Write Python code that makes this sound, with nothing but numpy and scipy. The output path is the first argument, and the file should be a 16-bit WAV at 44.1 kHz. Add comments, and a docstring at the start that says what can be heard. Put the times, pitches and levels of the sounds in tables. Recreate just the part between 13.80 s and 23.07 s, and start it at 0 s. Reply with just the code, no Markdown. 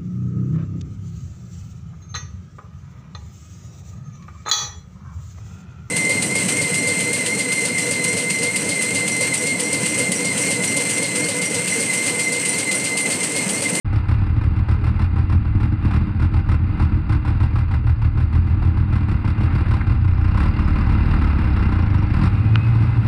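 """A six-cylinder diesel pulling tractor, heard from the driver's seat.
It lopes at idle in surges of hard firings, is lugged down under load, then revs up free.
Each firing booms and chugs in the exhaust stack, spits gas and knocks; hard ones clack on the block.
Valve gear clatters, thin steel rattles under load, loose metal clanks, one bit of grit ticks close by.
A faint hoot falls early in the idle; the turbo whistles faintly at the end."""
import sys
import numpy as np
from scipy import signal
from scipy.fft import rfft, irfft
from scipy.io import wavfile
from scipy.ndimage import uniform_filter1d, minimum_filter1d

SR = 44100
rng = np.random.default_rng(int(sys.argv[2]) if len(sys.argv) > 2 else 0)


def transcribe(signal):
    """Save signal, clipped to [-1, 1], as a 16-bit WAV file at the path in sys.argv[1]."""
    frames = np.atleast_2d(signal).T
    limited = np.clip(frames, -1, 1)
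    pcm = np.round(limited * 32767).astype(np.int16)
    wavfile.write(sys.argv[1], SR, pcm)


N = 408807
T = np.arange(N) / SR
IDLE_END_S, LOPE_S = 6.2, 0.15
SURGE_REF_DB, SURGE_PEAK_S = -31, 0.035


def undb(db):
    """Decibels to gain."""
    return 10 ** (np.asarray(db) / 20)


def unit(x):
    """Scale to rms 1."""
    return x / np.sqrt(np.mean(x ** 2))


def even(x, size=13000):
    """Scale to a running rms of 1, keeping the quick throb."""
    return x / np.sqrt(uniform_filter1d(uniform_filter1d(x ** 2, size), size // 2) + 1e-12)


def noise():
    """White noise."""
    return rng.standard_normal(N)


def walk(rate_hz):
    """Smooth random wander, rms 1."""
    return unit(signal.sosfilt(signal.butter(2, rate_hz, fs=SR, output="sos"), noise()))


def curve(table):
    """Join a table's points linearly in time."""
    return np.interp(T, *np.transpose(table))


def lowpass(x, hz):
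    """Zero-phase low-pass."""
    return signal.sosfiltfilt(signal.butter(2, hz, fs=SR, output="sos"), x)


def strikes(times, sizes):
    """One impulse at each time."""
    return np.bincount(np.clip(times * SR, 0, N).astype(int), sizes, N + 1)[:N]


def decay(x, decay_s):
    """Give every impulse an exponential tail."""
    return signal.lfilter([1], [1, -np.exp(-1 / (decay_s * SR))], x)


def ring(x, colour, modes=(), size=16384):
    """Pass x through a body with a broad colour and resonances on top."""
    bin_hz = np.arange(size // 2 + 1) * SR / size
    hz, db = np.transpose(colour)
    gain_db = np.interp(np.log(bin_hz + 1), np.log(hz), db)
    for centre_hz, width_hz, peak_db in modes:
        gain_db += peak_db / (1 + (2 * (bin_hz - centre_hz) / width_hz) ** 2)
    # fold the cepstrum for a causal response
    cepstrum = irfft(np.log(undb(gain_db)))
    cepstrum[1:size // 2] *= 2
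    cepstrum[size // 2 + 1:] = 0
    response = irfft(np.exp(rfft(cepstrum)))[:size // 2]
    return signal.fftconvolve(x, response)[:N]


def wavering_tone(hz, depth, rate_hz):
    """A sine of rms 1 whose pitch wanders."""
    phase = 2 * np.pi * np.cumsum(hz * (1 + depth * walk(rate_hz))) / SR
    return np.sqrt(2) * np.sin(phase)


def hoot(at_s=1.01, spread_s=0.07, centre_hz=410, fall_hz_per_s=560, level_db=-45):
    """A faint, short tone that falls in pitch."""
    age = T - at_s
    hz = centre_hz - fall_hz_per_s * np.clip(age, -2 * spread_s, 2 * spread_s)
    return undb(level_db) * np.exp(-(age / spread_s) ** 2) * wavering_tone(hz, depth=0.015, rate_hz=60)


# turbo whistle: t/s, level/dB
WHISTLE_LEVEL = [(8.52, -52), (8.615, -51), (8.66, -50), (8.74, -46), (8.85, -42.5), (8.92, -51),
                 (9.2, -57)]


def turbo(start_s=8.5, start_hz=2480, rise_hz_per_s=170):
    """The compressor spools up steadily with a thin whistle."""
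    hz = start_hz + rise_hz_per_s * np.maximum(T - start_s, 0)
    whistle = wavering_tone(hz, depth=0.0088, rate_hz=83)
    return (T > start_s) * undb(curve(WHISTLE_LEVEL) + 2 * walk(40)) * whistle


# ring of the grit strike: f/Hz, t60/s, level/dB
GRIT_MODES = [(1410, 0.0088, 0.5), (2800, 0.0052, 4), (3430, 0.0028, -4), (6100, 0.005, -27),
              (10000, 0.0048, -33)]


def grit(at_s=8.757, contact_s=0.00028, gain_db=-7):
    """Grit strikes once, close by; the brief contact rounds the tick's front."""
    age = np.maximum(T - at_s, 0)
    tick = sum(undb(db) * np.exp(-np.log(1000) * age / t60_s) * np.sin(2 * np.pi * hz * age)
               for hz, t60_s, db in GRIT_MODES)
    contact = 1 - np.exp(-(age / contact_s) ** 2)
    return -undb(gain_db) * lowpass(tick * contact, 11000)


# loose metal hits: t/s, level/dB
CLANKS = [(5.702, -35), (5.852, -39), (6.005, -32)]
# their colour: f/Hz, level/dB
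CLANK_COLOUR = [(600, -18), (1250, -3), (2100, -3), (3200, -24), (7000, -57)]
# their resonances: f/Hz, width/Hz, level/dB
CLANK_MODES = [(1330, 54, 4.6), (1580, 120, 8.1), (2100, 150, 5.4)]


def clanks(attack_s=0.0033, decay_s=0.013):
    """Loose metal clanks just before the load comes on."""
    onsets, db = np.transpose(CLANKS)
    envelope = decay(decay(strikes(onsets, undb(db)), decay_s), attack_s)
    metal = unit(ring(noise(), CLANK_COLOUR, CLANK_MODES))
    return undb(db.max()) * envelope / envelope.max() * metal


def ticks(times, firing_hz, load, free, base_hz=4150, load_hz=1000, base_db=-87.5, load_db=34.5):
    """A thin metallic tick per firing: louder under load, higher at low speed, gone when free."""
    sizes = undb(3 * rng.standard_normal(len(times)))
    envelope = unit(decay(decay(strikes(times, sizes), 0.008), 0.00055))
    pitch_hz = base_hz + load_hz * load + 42 * (firing_hz[0] - firing_hz)
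    phase = 2 * np.pi * np.cumsum(pitch_hz) / SR
    hiss = walk(200) * np.sin(phase) + walk(200) * np.cos(phase)
    return (1 - free) * undb(base_db + load_db * load) * envelope * hiss


# thin steel colour: f/Hz, level/dB
RATTLE_COLOUR = [(1200, -33), (2300, -9), (2800, 13.5), (3200, -10), (4800, 3), (5600, -24), (6400, -52),
                 (10000, -42)]
# its resonances: f/Hz, width/Hz, level/dB
RATTLE_MODES = [(2640, 240, 7.2), (3900, 150, 4), (4700, 180, 3.1)]


def rattle(times, lug, lag_s=0.0049, decay_s=0.0074, scatter_db=3, gain_db=-53):
    """Under load every firing shakes the engine's thin steel parts."""
    sizes = undb(scatter_db * rng.standard_normal(len(times)))
    shake = decay(strikes(times + lag_s, sizes), decay_s) * noise()
    return lug * undb(gain_db) * unit(ring(shake, RATTLE_COLOUR, RATTLE_MODES))


def valve_gear(taps_per_s=260, decay_s=0.00066, scatter_db=2):
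    """The valve gear clatters in short, random taps."""
    taps = (rng.random(N) < taps_per_s / SR) * undb(scatter_db * rng.standard_normal(N))
    return unit(decay(taps, decay_s) * noise())


# knock colour: f/Hz, level/dB
KNOCK_COLOUR = [(400, -26.5), (750, -17), (950, -1.5), (1150, -2.5), (1400, -5), (2000, -5.5),
                (3200, -39.5), (6000, -68.5)]
# engine block resonances: f/Hz, width/Hz, level/dB
BLOCK_MODES = [(820, 16, 9.5), (935, 58, 2), (1040, 93, 9.5), (1320, 54, 10)]


def knock(pulses, load, free, attack_s, decay_s=0.0095, load_db=24, free_db=4.5, level_db=-44):
    """Each pulse front rings the block, most when it bites hard or under load."""
    bite = decay(decay(pulses ** 1.5, decay_s), attack_s)
    block = ring(bite * noise(), KNOCK_COLOUR, BLOCK_MODES)
    return undb(level_db) * unit(undb(load_db * load + free_db * free) * block)


# hard first firings of surges: t/s, level/dB
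CLACKS = [(0.128, -32), (0.285, -31), (0.882, -33), (1.037, -32), (1.19, -28.5), (1.373, -30), (1.799, -29),
          (2.108, -25), (2.539, -23.5), (2.687, -30), (2.997, -22), (3.295, -26), (3.448, -25.5),
          (3.602, -28), (3.757, -26), (3.908, -29), (4.069, -31.5), (4.217, -28.5), (4.373, -31),
          (4.524, -35), (4.82, -27), (4.969, -29), (5.127, -36), (5.284, -31), (5.443, -23.5)]


def clacks(attack_s=0.0012, t60_s=0.06, detune=0.044, gain_db=-3):
    """A hard firing strikes the block, which rings a little differently each time."""
    age, out = T[:SR // 8], np.zeros(N)
    mode_hz = np.array(BLOCK_MODES)[:, :1]
    envelope = (1 - np.exp(-age / attack_s)) * np.exp(-np.log(1000) * age / t60_s)
    for onset, db in CLACKS:
        stray, phase = rng.standard_normal((2, len(mode_hz), 1))
        partials = np.sin(2 * np.pi * (mode_hz * (1 + detune * stray) * age + phase))
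        tone = envelope * (partials / mode_hz ** 2).sum(axis=0)
        tone *= np.sqrt(np.sum(envelope ** 2) / np.sum(tone ** 2))
        start = int(onset * SR)
        out[start:start + len(age)] += undb(db + gain_db) * tone
    return out


# sizzle colour: f/Hz, level/dB
SIZZLE_COLOUR = [(1500, -8.5), (3500, 8), (5400, 4.5), (6200, -10.5), (7300, -7), (9400, -4), (11000, -18),
                 (12100, -13.5), (13000, -39.5)]


def sizzle(puff, level_db=-56.5):
    """The hardest blasts steepen and sizzle."""
    return undb(level_db) * unit(ring(puff ** 1.7 * noise(), SIZZLE_COLOUR))


# exhaust gas colour: f/Hz, level/dB
GAS_COLOUR = [(200, 7), (430, -3.5), (700, -8), (900, -1.5), (1400, -1), (1850, -10), (2800, -15),
              (3100, -22.5), (3800, -21.5), (4800, -27.5), (5500, -50), (6200, -50), (9300, -41),
              (11000, -57.5)]
# metal resonances: f/Hz, width/Hz, level/dB
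METAL_MODES = [(790, 25, 8.5), (1060, 17, 0.5), (1120, 100, -2), (2054, 100, 8.5), (2440, 130, 6.5),
               (2730, 130, 7), (4850, 120, 5.5)]


def gas(times, blasts, flow, load, free, opening_s=0.0024, open_s=0.028):
    """Each firing knocks, then puffs until the valve shuts; clatter and steady flow fill the gaps."""
    age = T[:SR // 16]
    valve = (1 - np.exp(-age / opening_s)) * np.exp(-(age / open_s) ** 2)
    pulses = strikes(times, blasts)
    puff = np.abs(signal.fftconvolve(pulses, valve)[:N]) * undb(0.8 * walk(350))
    clatter = undb(-7) * valve_gear()
    # under load the steady rush gives way to puffs
    rush = undb(2 - 0.5 * load) * noise()
    drive = undb(-2 + 4 * load) * puff * noise() + flow * (clatter + rush)
    bark = unit(ring(drive, GAS_COLOUR, METAL_MODES)) * np.std(drive)
    return bark + knock(pulses, load, free, attack_s=opening_s) + sizzle(puff)


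# gas blasts of single hard firings: t/s, level/dB
HARD_FIRINGS = [(6.6, -29.5), (6.788, -33.5), (6.875, -31.5), (6.954, -34), (6.982, -40), (7.118, -40.5),
                (7.281, -40), (7.441, -37), (7.583, -36.5), (7.76, -34), (7.919, -31.5), (8.14, -29.5),
                (8.221, -39.5)]


def hard_firings(times, within_s=0.008):
    """Extra strength of single firings that bite hard under load."""
    onsets, db = np.transpose(HARD_FIRINGS)
    return np.max((np.abs(times[:, None] - onsets) < within_s) * undb(db), axis=1)


# gas blasts of fuel surges: t/s, level/dB
SURGES = [(0.127, -29.5), (.283, -29), (0.463, -36), (0.609, -32.5), (0.76, -34.5), (0.883, -29),
          (1.038, -29.5), (1.19, -29.5), (1.356, -32.5), (1.493, -30), (1.647, -37), (1.799, -30),
          (2.047, -36), (2.106, -29), (2.394, -29.5), (2.538, -30), (2.686, -28), (2.994, -30),
          (3.291, -28.5), (3.447, -29.5), (3.6, -29.5), (3.754, -30), (3.909, -30.5), (4.065, -31),
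          (4.214, -31.5), (4.372, -32), (4.523, -31.5), (4.668, -35), (4.82, -32), (4.969, -33),
          (5.124, -30), (5.283, -30), (5.444, -30), (5.605, -30.5), (5.75, -33), (5.908, -29), (6.065, -32),
          (6.243, -31.5), (6.541, -32), (6.571, -28), (6.628, -30), (7.091, -32.5), (8.335, -29.5),
          (8.411, -28.5)]


def surges(times, ref_length_s=0.05, doubling_db=12, lead_s=0.00051, build_s=0.0069, first_db=-1):
    """The governor throws in extra fuel for a few firings; stronger surges last longer."""
    onsets, db = np.transpose(SURGES)
    length_s = ref_length_s * 2 ** ((db - SURGE_REF_DB) / doubling_db)
    age = times[:, None] - onsets + lead_s
    strength = (age > 0) * undb(db + first_db * np.exp(-(age / build_s) ** 2))
    return np.max(strength * np.exp(-(age / length_s) ** 4), axis=1)


def chug_sizes(times, lugging, surge_db=-9.5, lug_db=-12, spread_s=0.03, scatter_db=2):
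    """Gas slug per firing: sustained while lugging, peaking at a surge's second and third firing."""
    onsets, db = np.transpose(SURGES)
    build = np.exp(-((times[:, None] - onsets - SURGE_PEAK_S) / spread_s) ** 2)
    surging = undb(surge_db) * np.max(build * undb(0.22 * (db - SURGE_REF_DB)), axis=1)
    scatter = undb(scatter_db * rng.standard_normal(len(times)))
    return np.maximum(surging, undb(lug_db) * lugging) * scatter


def chugs(times, firing_hz, lug, idle_hz=92, idle_lag_s=0.003, ring_hz=103, width_hz=30, ring_db=1.5):
    """A slug of gas makes one rounded pressure swing, longer at low speed, and rings the stack."""
    lugging = np.interp(times, T, lug)
    sizes = chug_sizes(times, lugging)
    centres = times + 0.45 / np.interp(times, T, firing_hz) + idle_lag_s * (1 - lugging)
    nearest = np.searchsorted((centres[1:] + centres[:-1]) / 2, T)
    pitch_hz = idle_hz * (firing_hz / firing_hz[0]) ** 0.85
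    offset_sq = (np.pi * pitch_hz * (T - centres[nearest])) ** 2
    rebound = 0.73 * (1 - lug) + 0.63 * lug
    swing = lowpass(sizes[nearest] * (2 * rebound * offset_sq - 1) * np.exp(-offset_sq), 400)
    swing = swing - lowpass(swing, 17)
    ringing = signal.lfilter(*signal.iirpeak(ring_hz, ring_hz / width_hz, fs=SR), swing)
    return swing + undb(ring_db) * ringing


# drone partials: multiple of the crank rate
DRONE_ORDERS = [3, 5, 6, 7, 10]
# per partial: level/dB
DRONE_DB = [-14, -13.5, -3.5, -18.5, -24]


def drone(count, flutter_db=3, stray_rad=0.35):
    """Multiples of the crank rate, three firings to a turn, lock on to the pipe and waver."""
    angle = 2 * np.pi * count / 3
    return sum(undb(db + flutter_db * walk(18)) * np.sqrt(2) * np.sin(order * angle + stray_rad * walk(17))
               for order, db in zip(DRONE_ORDERS, DRONE_DB))


def lope(surge_db=-1, between_db=-3, spread_s=0.04):
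    """Gain of the boom at idle: it swells with each surge and sinks between them."""
    age = T[::100, None] - np.array(SURGES)[:, 0]
    swell = np.max(np.exp(-((age - SURGE_PEAK_S) / spread_s) ** 2), axis=1)
    swell = np.interp(T, T[::100], swell)
    idling = np.clip((IDLE_END_S - T) / LOPE_S, 0, 1)
    return undb((surge_db * swell + between_db * (1 - swell)) * idling)


# colours of the stack's deep thud, boom and upper pipe tones: f/Hz, level/dB
THUD_COLOUR = [(10, -37), (22, -7.5), (32, -11.5), (46, -4.5), (55, -2.5), (70, -7), (200, -62),
               (2000, -130)]
BOOM_COLOUR = [(25, -32.5), (45, -15), (60, -5.5), (75, -8), (98, -1.5), (118, 1.5), (135, -6.5),
               (160, -16), (260, -16.5), (500, -102.5), (4000, -130)]
PIPE_COLOUR = [(100, -19.5), (150, 2), (190, 1.5), (220, 2.5), (250, -6.5), (320, -8), (365, -19.5),
               (450, -29.5), (700, -45.5), (1500, -94), (6000, -120)]
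# stack resonances: f/Hz, width/Hz, level/dB
STACK_MODES = [(86.6, 29, 9), (111.4, 11, -1), (305.7, 21.8, 6.5)]
# upper pipe tones: t/s, level/dB
PIPE_LEVEL = [(.9, -28.5), (1.9, -25.5), (2.15, -23), (2.65, -27), (3.0, -24.5), (3.3, -26), (4.2, -32.5),
              (4.55, -28), (5.8, -25), (6.2, -29.5), (6.65, -25), (7.15, -23.5), (7.8, -24.5), (8.42, -23),
              (8.85, -26.5)]


def stack(times, sizes, count, load, free, lug, lag_s=0.004087, wake_s=0.14, labour_hz=100):
    """Pressure pulses and the turbulence behind them boom in the exhaust stack."""
    pulses = strikes(times + lag_s, sizes)
    wake = decay(pulses, wake_s)
    push = -unit(pulses - pulses.mean())
    thud, boom, pipe = (even(ring(push + undb(rumble_db) * unit(wake * noise()), colour, STACK_MODES))
                        for colour, rumble_db in [(THUD_COLOUR, -7), (BOOM_COLOUR, -5), (PIPE_COLOUR, -4)])
    # a labouring engine's longer pulses deepen the tone
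    boom = (1 - load) * boom + load * even(lowpass(boom, labour_hz))
    boom = lope() * even(boom + free * drone(count))
    thud_db = -21 + 3.5 * lug - 11 * free
    boom_db = -14.5 - 3 * lug + free
    return undb(thud_db) * thud + undb(boom_db) * boom + undb(curve(PIPE_LEVEL)) * pipe


def crank(firing_hz, lope_share=0.09):
    """Running count of firings; at idle each surge catches the crank at its slowest and spins it up."""
    surge_s = np.array(SURGES)[:, 0]
    age = T - surge_s[np.maximum(np.searchsorted(surge_s, T) - 1, 0)]
    swing = np.cos(2 * np.pi * age / LOPE_S) * (age > 0) * (age < LOPE_S) * (T < IDLE_END_S)
    count = np.cumsum(firing_hz * (1 - lope_share * swing)) / SR
    # every surge and hard firing lands on a whole count
    hard_s = np.sort(np.array(SURGES + HARD_FIRINGS)[:, 0])
    at_hard = np.interp(hard_s, T, count)
    whole = np.cumsum(np.round(np.diff(at_hard, prepend=0)))
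    return count + np.interp(T, hard_s, whole - at_hard)


# imbalance of the six cylinders, in firing order: level/dB
CYLINDERS_DB = [-3, -1.5, -6, -4.5, -1, -0.5]


def firings(count, flow, load, free, lug, jitter_s=0.0015, scatter_db=4.5, blast_scatter_db=1.5):
    """Time, pressure pulse and gas blast of each firing."""
    index = np.arange(np.ceil(count[0]), count[-1]).astype(int)
    due_s = np.interp(index, count, T)
    time_draw, size_draw, blast_draw = rng.standard_normal((len(index), 3)).T
    uneven_db = np.array(CYLINDERS_DB)[index % len(CYLINDERS_DB)] + scatter_db * size_draw
    base_fuel = np.interp(due_s, T, flow * undb(1 - 0.5 * free))
    extra_fuel = np.maximum(surges(due_s), hard_firings(due_s))
    # lean firings stray; well-fuelled or lugging ones are steadier
    lean = base_fuel / np.hypot(base_fuel, extra_fuel)
    stray = lean * (1 - 0.8 * np.interp(due_s, T, lug))
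    times = due_s + jitter_s * stray * time_draw
    sizes = lean ** -0.6 * undb(stray * uneven_db)
    # blasts even out under load or at speed
    spread = 1 - 0.65 * np.interp(due_s, T, np.maximum(load, free))
    blast_db = spread * (uneven_db + blast_scatter_db * blast_draw)
    return times, sizes, np.hypot(base_fuel * undb(blast_db), extra_fuel)


# firing rate (idle, dragged down, racing): t/s, f/Hz
FIRING_RATE = [(6.1, 39.9), (6.16, 32), (6.25, 30), (6.45, 29), (6.55, 31.5), (6.63, 39), (6.7, 38.5),
               (6.8, 35), (6.9, 36), (6.98, 38), (7.1, 35.5), (7.18, 36), (7.3, 38.3), (7.45, 35.7),
               (7.62, 35), (7.8, 32.5), (7.95, 30), (8.13, 24), (8.27, 25), (8.33, 31), (8.38, 41),
               (8.43, 46.6), (8.52, 52), (8.8, 56.5), (9.1, 58.1)]
# engine load: t/s, load/0-1
LOAD = [(6.1, 0.5), (6.3, .63), (6.7, 0.74), (7.55, 0.75), (8.42, 0.7), (8.52, 0.1)]
# gas flow between surges: t/s, level/dB
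GAS_FLOW = [(.3, -40.5), (1.2, -42), (1.95, -42.5), (2.13, -36), (2.35, -41.5), (2.8, -42.5), (2.97, -37.5),
            (3.2, -42), (3.7, -41.5), (4.15, -45.5), (4.9, -41), (5.55, -39), (5.8, -35.5), (6.2, -40),
            (6.65, -35.5), (7.35, -33.5), (8.4, -35), (8.6, -37)]


def scene(free_above_hz=42, free_range_hz=8.1, lug_range=0.19):
    """One crank times the exhaust, rattle and ticks; the other sounds keep their own times."""
    firing_hz, load, flow = curve(FIRING_RATE), curve(LOAD), undb(curve(GAS_FLOW))
    free = np.clip((firing_hz - free_above_hz) / free_range_hz, 0, 1)  # 1: spinning free
    lug = np.clip((load - load[0]) / lug_range, 0, 1)  # 1: fully lugging
    count = crank(firing_hz)
    times, sizes, blasts = firings(count, flow, load, free, lug)
    exhaust = stack(times, sizes, count, load, free, lug) + chugs(times, firing_hz, lug)
    exhaust += gas(times, blasts, flow, load, free)
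    metal = rattle(times, lug) + clacks() + clanks() + ticks(times, firing_hz, load, free)
    return (exhaust + metal + grit() + turbo() + hoot())[None]


def record(dry, start_s=0.046, fade_s=0.0076, ceiling=0.46, window=600, top_hz=12800):
    """Quick fade-in, a limiter on the loudest booms, a steep treble cut."""
    sound = dry * np.clip((T - start_s) / fade_s, 0, 1)
    gain = ceiling / np.maximum(np.abs(lowpass(sound, 600)), ceiling)
    limited = sound * uniform_filter1d(minimum_filter1d(gain, window), window)
    return signal.sosfilt(signal.ellip(8, 0.2, 70, top_hz, fs=SR, output="sos"), limited)


dry = scene()
out = record(dry)
transcribe(out)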